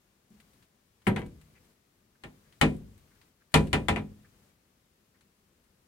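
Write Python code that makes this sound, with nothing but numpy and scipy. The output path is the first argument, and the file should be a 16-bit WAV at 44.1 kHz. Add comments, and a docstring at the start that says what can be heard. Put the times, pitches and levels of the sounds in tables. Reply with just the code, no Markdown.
"""A small tiled bathroom: two wooden cupboard doors knock on their frame, pushed by a hand (near) and pawed by a cat (far).
Each blow rings decaying modes of door and hollow cabinet, with a noise snap and dying noise from tiles and doorway.
Claws tick as short noise contacts, the hinge creaks as narrow noise slips, and house rumble and hiss lie beneath.
A phone hears it through two ports: the left one faces the door and is brighter; its suppressor turns quiet moments down."""
import sys
import numpy as np
from scipy import signal
from scipy.fft import rfft, irfft, next_fast_len
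from scipy.io import wavfile
from scipy.ndimage import uniform_filter1d, minimum_filter1d, map_coordinates

SR = 44100
rng = np.random.default_rng(int(sys.argv[2]) if len(sys.argv) > 2 else 0)


def makeup_ratio(level_db):
    """Linear amplitude ratio for a level in decibels (20 dB per factor of ten)."""
    decades = np.asarray(level_db, float) / 20
    return 10 ** decades


def transcribe(u):
    """Save the signal u as a 16-bit wav file named by the first command-line argument.

    u: samples, shape (n,) or (channels, n), limited to [-1, 1]; the rate is SR.
    q: integer samples, one column per channel.
    """
    v = np.clip(np.atleast_2d(u).T, -1, 1)
    q = np.round(v * 32767).astype(np.int16)
    wavfile.write(sys.argv[1], SR, q)


N = 258867

# Likeness of left and right in the noise of near sounds. Each row: frequency in Hz, likeness (1 = the same).
NEAR_ALIKE = [(60, 0.83), (200, 1), (400, 0.0057), (900, 0.82), (2000, 0.13), (10000, 0.38)]


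def mode_ring(modes, weight, panel_hz, lift_db):
    """Door and cabinet modes swell at once and die as sines; the place struck favours one panel mode."""
    t = np.arange(SR) / SR
    hz, mode_db, t60 = np.transpose(modes)[:, :, None]
    spot_db = lift_db * np.exp(-(np.log(hz / panel_hz) / .13) ** 2)
    strength_db = mode_db + along(weight, hz) + spot_db + rng.normal(0, 1.5, hz.shape)
    # the ports hear high modes out of step
    lag = rng.normal(1.2, .6, hz.shape) * np.minimum(hz / 900, 1.5) * [[[.5]], [[-.5]]]
    # the cabinet air needs a moment to build
    swell = 1 - np.exp(-t / np.minimum(3.5 / hz, .009))
    # the loose door blurs its high modes
    wander = np.cumsum(rng.standard_normal((len(hz), SR)), axis=1) * hz * 2.4e-5
    sines = np.sin(2 * np.pi * hz * t + lag + wander)
    return (makeup_ratio(strength_db - 60 * t / t60) * swell * sines).sum(axis=1)


def first_snap(colour):
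    """A hard contact and a brief rattle, thinned in the bass, go straight at the left port."""
    t60 = 0.022  # s
    burst = makeup_ratio(-60 * np.arange(2000) / SR / t60) * rng.standard_normal((2, 2000))
    burst[:, 20] += 3  # one hard contact leads the rattle
    led_in = np.pad(burst, ((0, 0), (SR // 200, 0)))  # 5 ms of room for the filter to ring ahead
    snap = filtered(led_in, lambda f: colour(f) / (1 + (900 / (f + 1)) ** 2))
    return snap * makeup_ratio([[2], [-9]])


def tile_answer(colour):
    """The tiles scatter the crack into noise whose bands die at their own speeds."""
    # Decay of the tiled room. Each row: frequency in Hz, t60 in s.
    tile_decay = [(40, 0.83), (150, 0.61), (500, 0.28), (1000, 0.14), (2500, 0.13), (6400, 0.14),
                  (14000, 0.078)]
    noise = pair(SR, colour, NEAR_ALIKE)
    return dying(noise, lambda f: along(tile_decay, f), rise=0.0043)


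def doorway_answer(colour):
    """Late sound returns from beyond the doorway, slower to rise and thin in the middle."""
    # Decay beyond the doorway. Each row: frequency in Hz, t60 in s.
    hall_decay = [(60, .9), (300, 0.39), (1000, 0.37), (8000, 0.45)]
    thinning = [(300, 1.0), (2500, -6), (9000, -1)]  # Hz, dB
    noise = pair(SR, lambda f: colour(f) * makeup_ratio(along(thinning, f)), NEAR_ALIKE)
    return dying(noise, lambda f: along(hall_decay, f), rise=0.016)


def door_blows(blows, modes, lift_db):
    """Each blow rings the modes at new strengths, snaps once and fills the room with its crack."""
    # Colour of the blow ahead of its own lifts. Each row: frequency in Hz, level in dB per Hz.
    crack = [(20, -43.5), (45, -12), (90, -8), (150, -9), (250, -9.5), (400, -5), (560, -10.5), (870, -9),
             (1120, -9), (1550, -12), (1900, -9.5), (3260, -15.5), (4370, -24), (5500, -33.5),
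             (8500, -32.5), (10500, -36.5), (13000, -39), (15800, -54)]
    boom_db, upper_bass_db = 1, 2.5  # below 90 Hz and at 450 Hz, over the bass lift
    edge_share = .55  # share of the treble lift reached at 4 kHz
    out = np.zeros((2, N + SR))
    for struck, db, bass_db, treble_db, panel_hz in blows:
        weight = [(90, bass_db + boom_db), (150, bass_db), (450, bass_db + upper_bass_db), (900, 0),
                  (2500, 0.00047), (4000, edge_share * treble_db), (6000, treble_db)]
        colour = lambda f: makeup_ratio(along(crack, f) + along(weight, f))
        s = struck + .001  # travel time to the phone
        add(out, s, makeup_ratio(db - 4) * mode_ring(modes, weight, panel_hz, lift_db))
        add(out, s, makeup_ratio(db - 7) * tile_answer(colour))
        add(out, s - 1 / 200, makeup_ratio(db + 18) * first_snap(colour))  # early by its lead-in
        add(out, s, makeup_ratio(db - 30) * doorway_answer(colour))
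    return out[:, :N]


def far_door():
    """The pawed far door knocks on its frame and rings with its cabinet."""
    # Blows on the frame. Each row: start in seconds, level in dB ahead of the layer trims,
    # bass lift in dB, treble lift in dB, favoured panel pitch in Hz.
    knocks = [(2.2358, -37, -2.5, -1, 1900), (2.6125, -11.5, -2, 1, 260), (3.5405, -9, -2, 3, 143.9),
              (3.7292, -14.5, -3.5, -0.5, 88), (3.8836, -15.5, -3.5, -1, 87),
              (3.9598, -24.5, -3, -7.5, 210)]
    # Door and cabinet modes. Each row: pitch in Hz, level in dB ahead of each blow's lifts and scatter, t60 in s.
    far_modes = [(58.7, -13, 0.53), (87, -9, 0.29), (109.8, -7.5, 0.24), (154.55, -3, .35),
                 (190, -13.5, 0.39), (210, -7.5, .45), (253, -5.5, .3), (301.3, -7.5, 0.17),
                 (323.5, -5, 0.16), (354, -6.5, 0.12), (432, -12.5, 0.28), (533.4, -19.5, 0.36),
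                 (724, -2.5, 0.065), (753, -19.5, 0.23), (803, -9.5, 0.17), (951, -15.5, 0.099),
                 (983, -8.5, 0.18), (1303, -14, .15), (1382, -13.5, .17), (1810, -13, 0.14),
                 (2024, -13.5, 0.097), (2070, -15, 0.089), (2418, -8, 0.17), (2830, -18.5, 0.11),
                 (2997, -12, 0.064), (3310, -8.5, 0.053)]
    return door_blows(knocks, far_modes, lift_db=5.5)


def near_door():
    """The hand-pushed near door rings its own modes; a soft touch in its middle strongly favours one."""
    # Pushes onto the frame. Each row: start in seconds, level in dB ahead of the layer trims,
    # bass lift in dB, treble lift in dB, favoured panel pitch in Hz.
    pushes = [(1.0678, -15.5, 1.5, -11, 190), (1.161, -25.5, -2.5, -5, 195), (1.2165, -39, 5.5, -7, 190)]
    # A soft touch in the middle of the door. Each row: start in seconds, level in dB ahead of the layer trims,
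    # bass lift in dB, treble lift in dB, favoured panel pitch in Hz.
    nudge = [(.302, -75, 19.5, 26, 209)]
    # Door modes. Each row: pitch in Hz, level in dB ahead of each blow's lifts and scatter, t60 in s.
    near_modes = [(60.25, -27, 1), (84, -20, 0.25), (115.1, 0, 0.21), (154.6, -12.5, 0.69),
                  (194.2, -1.5, 0.2), (211.9, -7, 0.37), (253.6, -13.5, 0.38), (307, -25, 0.044),
                  (369.4, -6, 0.25), (388.7, -14.5, 0.13), (482, -19.5, 0.41), (649, -3.5, 0.026),
                  (769, -11, 0.18), (974, -9, 0.16), (1303, -15, 0.12), (1576, -15.5, 0.22),
                  (1750, -12.5, 0.11), (1680, -23.5, 0.099), (2035, -13.5, 0.17), (2260, -15.5, 0.21),
                  (3200, -17, 0.082)]
    return door_blows(pushes, near_modes, lift_db=2.5) + door_blows(nudge, near_modes, lift_db=18)


def claws():
    """Tiny dry contacts of claw, knob and catch: a quick click of noise with a short trail of room."""
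    # Contacts close to the phone. Each row: start in seconds, level in dB at the start of the trail,
    # treble in dB at 9 kHz in the contact's colour.
    ticks = [(0.4008, -61, -8.5), (0.533, -70.5, -6), (0.625, -65.5, -13), (1.0185, -64.5, -13),
             (1.072, -44.5, 1.5), (1.191, -61.5, 2.5), (1.2615, -64, -4), (1.413, -64, -8),
             (1.6435, -72, -8), (2.5245, -64, -12), (2.742, -66, -4), (2.764, -68, 8), (2.9778, -67.5, -2),
             (3.2143, -63, -15.5), (3.519, -64.5, -1), (3.6703, -54.5, -11), (5.2086, -63.5, -9.5),
             (5.6394, -72, -2.5)]
    trail_t60, click_t60 = 0.1, .025  # s
    click_db = -1  # over the trail
    out = np.zeros((2, N + SR))
    t = np.arange(SR // 8) / SR
    for s, db, treble_db in ticks:
        colour = [(500, -9.5), (1500, 3), (2500, 3.5), (4500, -2), (5500, -10.5),
                  (9000, treble_db), (15000, treble_db - 7.5)]  # Hz, dB
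        noise = pair(SR // 8, lambda f: makeup_ratio(along(colour, f)), NEAR_ALIKE)
        trail = dying(noise, lambda f: 0 * f + trail_t60, rise=0.00043)
        click = makeup_ratio(click_db - 60 * t / click_t60) * noise[:, ::-1]
        add(out, s, makeup_ratio(db) * trail)
        add(out, s, makeup_ratio(db) * click)
    return out[:, :N]


def hinge():
    """Short rough slips: noise through a narrow resonance of the hinge, swelling and fading."""
    # Slips. Each row: start in seconds, level in dB ahead of the fades, pitch in Hz, length in seconds.
    creaks = [(1.535, -66, 2110, 0.065), (2.146, -69, 1550, 0.024), (2.431, -75, 1720, 0.07),
              (3.1, -72, 1680, 0.04), (3.135, -77, 1640, 0.053), (3.398, -66.5, 1722, 0.041),
              (4.234, -65.5, 1640, 0.041), (5.131, -68, 1750, 0.053)]
    out = np.zeros((2, N + SR))
    for s, db, hz, length in creaks:
        n = max(round(length * SR), 200)
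        noise = pair(n, lambda f: 1 / (1 + ((f - hz) / 400) ** 2), NEAR_ALIKE)
        add(out, s, makeup_ratio(db) * noise * np.hanning(n))
    return out[:, :N]


def air():
    """House rumble is low noise whose level wavers a little; a smooth hiss lies over it."""
    # Colour of the rumble. Each row: frequency in Hz, level in dB per Hz ahead of levelling.
    rumble_colour = [(15, -46.5), (25, -13.5), (45, -5), (70, -2.5), (117, -2.5), (172, -4), (204, -1.5),
                     (271, -7), (378, -8.5), (480, -10.5), (1200, -25.5), (1800, -56.5)]
    # Colour of the hiss. Each row: frequency in Hz, level in dB per Hz ahead of levelling.
    hiss_colour = [(290, -29.5), (500, -11.5), (1140, -6), (1610, -8), (1760, -7.5), (3320, -11),
                   (5050, -12), (15800, -16)]
    # Likeness of left and right in the air. Each row: frequency in Hz, likeness (1 = the same).
    air_likeness = [(60, 1), (250, 0.99), (800, 0), (3000, .0)]
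    rumble_db, hiss_db = -68, -71.5  # ahead of the ports and suppressor
    waver = map_coordinates(rng.standard_normal(60), [np.arange(N) / SR * 8])  # 8 random points a second
    rumble = pair(N, lambda f: makeup_ratio(along(rumble_colour, f)), air_likeness)
    hiss = pair(N, lambda f: makeup_ratio(along(hiss_colour, f)), air_likeness)
    return makeup_ratio(rumble_db + 0.73 * waver) * rumble + makeup_ratio(hiss_db) * hiss


def add(out, s, x):
    """Mix x into out from time s."""
    out[:, round(s * SR):][:, :x.shape[1]] += x


def along(points, hz):
    """Read (Hz, value) points on a log frequency axis."""
    f, v = np.transpose(points)
    return np.interp(np.log(hz + 1), np.log(f + 1), v)


def filtered(x, response):
    """Multiply the spectrum of x by a response of frequency, without phase shift."""
    n = x.shape[-1]
    m = next_fast_len(n + 8192)
    return irfft(rfft(x, m) * response(np.fft.rfftfreq(m, 1 / SR)), m)[..., :n]


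def pair(n, gain, alike):
    """Stereo noise of a given colour and left-right likeness, from mid and side; mid rms 1."""
    turn = lambda hz: np.arccos(np.clip(along(alike, hz), -1, 1)) / 2
    noise = rng.standard_normal((2, n))
    mid, side = filtered(noise, lambda hz: gain(hz) * [np.cos(turn(hz)), np.sin(turn(hz))])
    return np.array([mid + side, mid - side]) / np.std(mid)


def dying(x, t60_of, rise):
    """Every band of a noise dies at its own speed after a sharp start (rise in s)."""
    hz, t, z = signal.stft(x, SR, nperseg=256)
    decay = makeup_ratio(-60 * t / t60_of(hz)[:, None])
    tail = signal.istft(z * decay, SR, nperseg=256)[1][:, :x.shape[1]]
    return tail * (1 - np.exp(-np.arange(x.shape[1]) / SR / rise))


def ports(x, balance):
    """The two ports hear different levels by frequency; half of the difference goes to each side."""
    return filtered(x, lambda hz: makeup_ratio(np.outer([.5, -.5], along(balance, hz))))


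def suppressor(x):
    """Full gain while the sound is loud and for a moment after; otherwise a few dB down."""
    open_db, soft_db, cut_db = -56.5, 1, 4  # level that opens it, knee, cut when shut
    hold = round(.33 * SR)  # .33 s
    power = np.abs(uniform_filter1d(x.mean(axis=0) ** 2, size=SR // 40))
    level_db = 10 * np.log10(power + 1e-12)
    shut = .5 - .5 * np.tanh((level_db - open_db) / soft_db)
    # the most open moment of the last hold time counts
    held = minimum_filter1d(np.pad(shut, (hold // 2, 0), constant_values=1)[:N], size=hold)
    return x * makeup_ratio(-cut_db * uniform_filter1d(held, size=SR // 30))


def scene():
    """Doors, claws and hinge at the ports, over the air of the room."""
    # Port balance for near sounds. Each row: frequency in Hz, left over right in dB.
    near_balance = [(60, 3), (130, 1), (290, 0), (640, 0), (1410, 0.5), (3100, 2.5), (5000, 8.5),
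                    (6800, 14), (8500, 18), (10000, 16), (12000, 9.5), (15000, 3.5)]
    # Port balance for the air. Each row: frequency in Hz, left over right in dB.
    air_balance = [(60, 4), (180, 4), (550, 2.5), (1650, 3.5), (4970, 4.5), (15000, 3)]
    near = far_door() + near_door() + claws() + hinge()
    return ports(near, near_balance) + ports(air(), air_balance)


def low_pass(x):
    """Removes everything above the highest recorded frequency."""
    return signal.sosfilt(signal.butter(12, 16480, fs=SR, output="sos"), x)


def record(dry):
    """The phone: suppressor, an input stage that rounds off the loudest peaks, and a band limit."""
    ceiling, top_hz = .9, 15850  # full scale of the input stage; highest frequency kept
    x = suppressor(dry)
    x = x / (1 + (x / ceiling) ** 4) ** .25
    mix = filtered(x, lambda hz: hz < top_hz)
    return low_pass(mix)


dry = scene()
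out = record(dry)
transcribe(out)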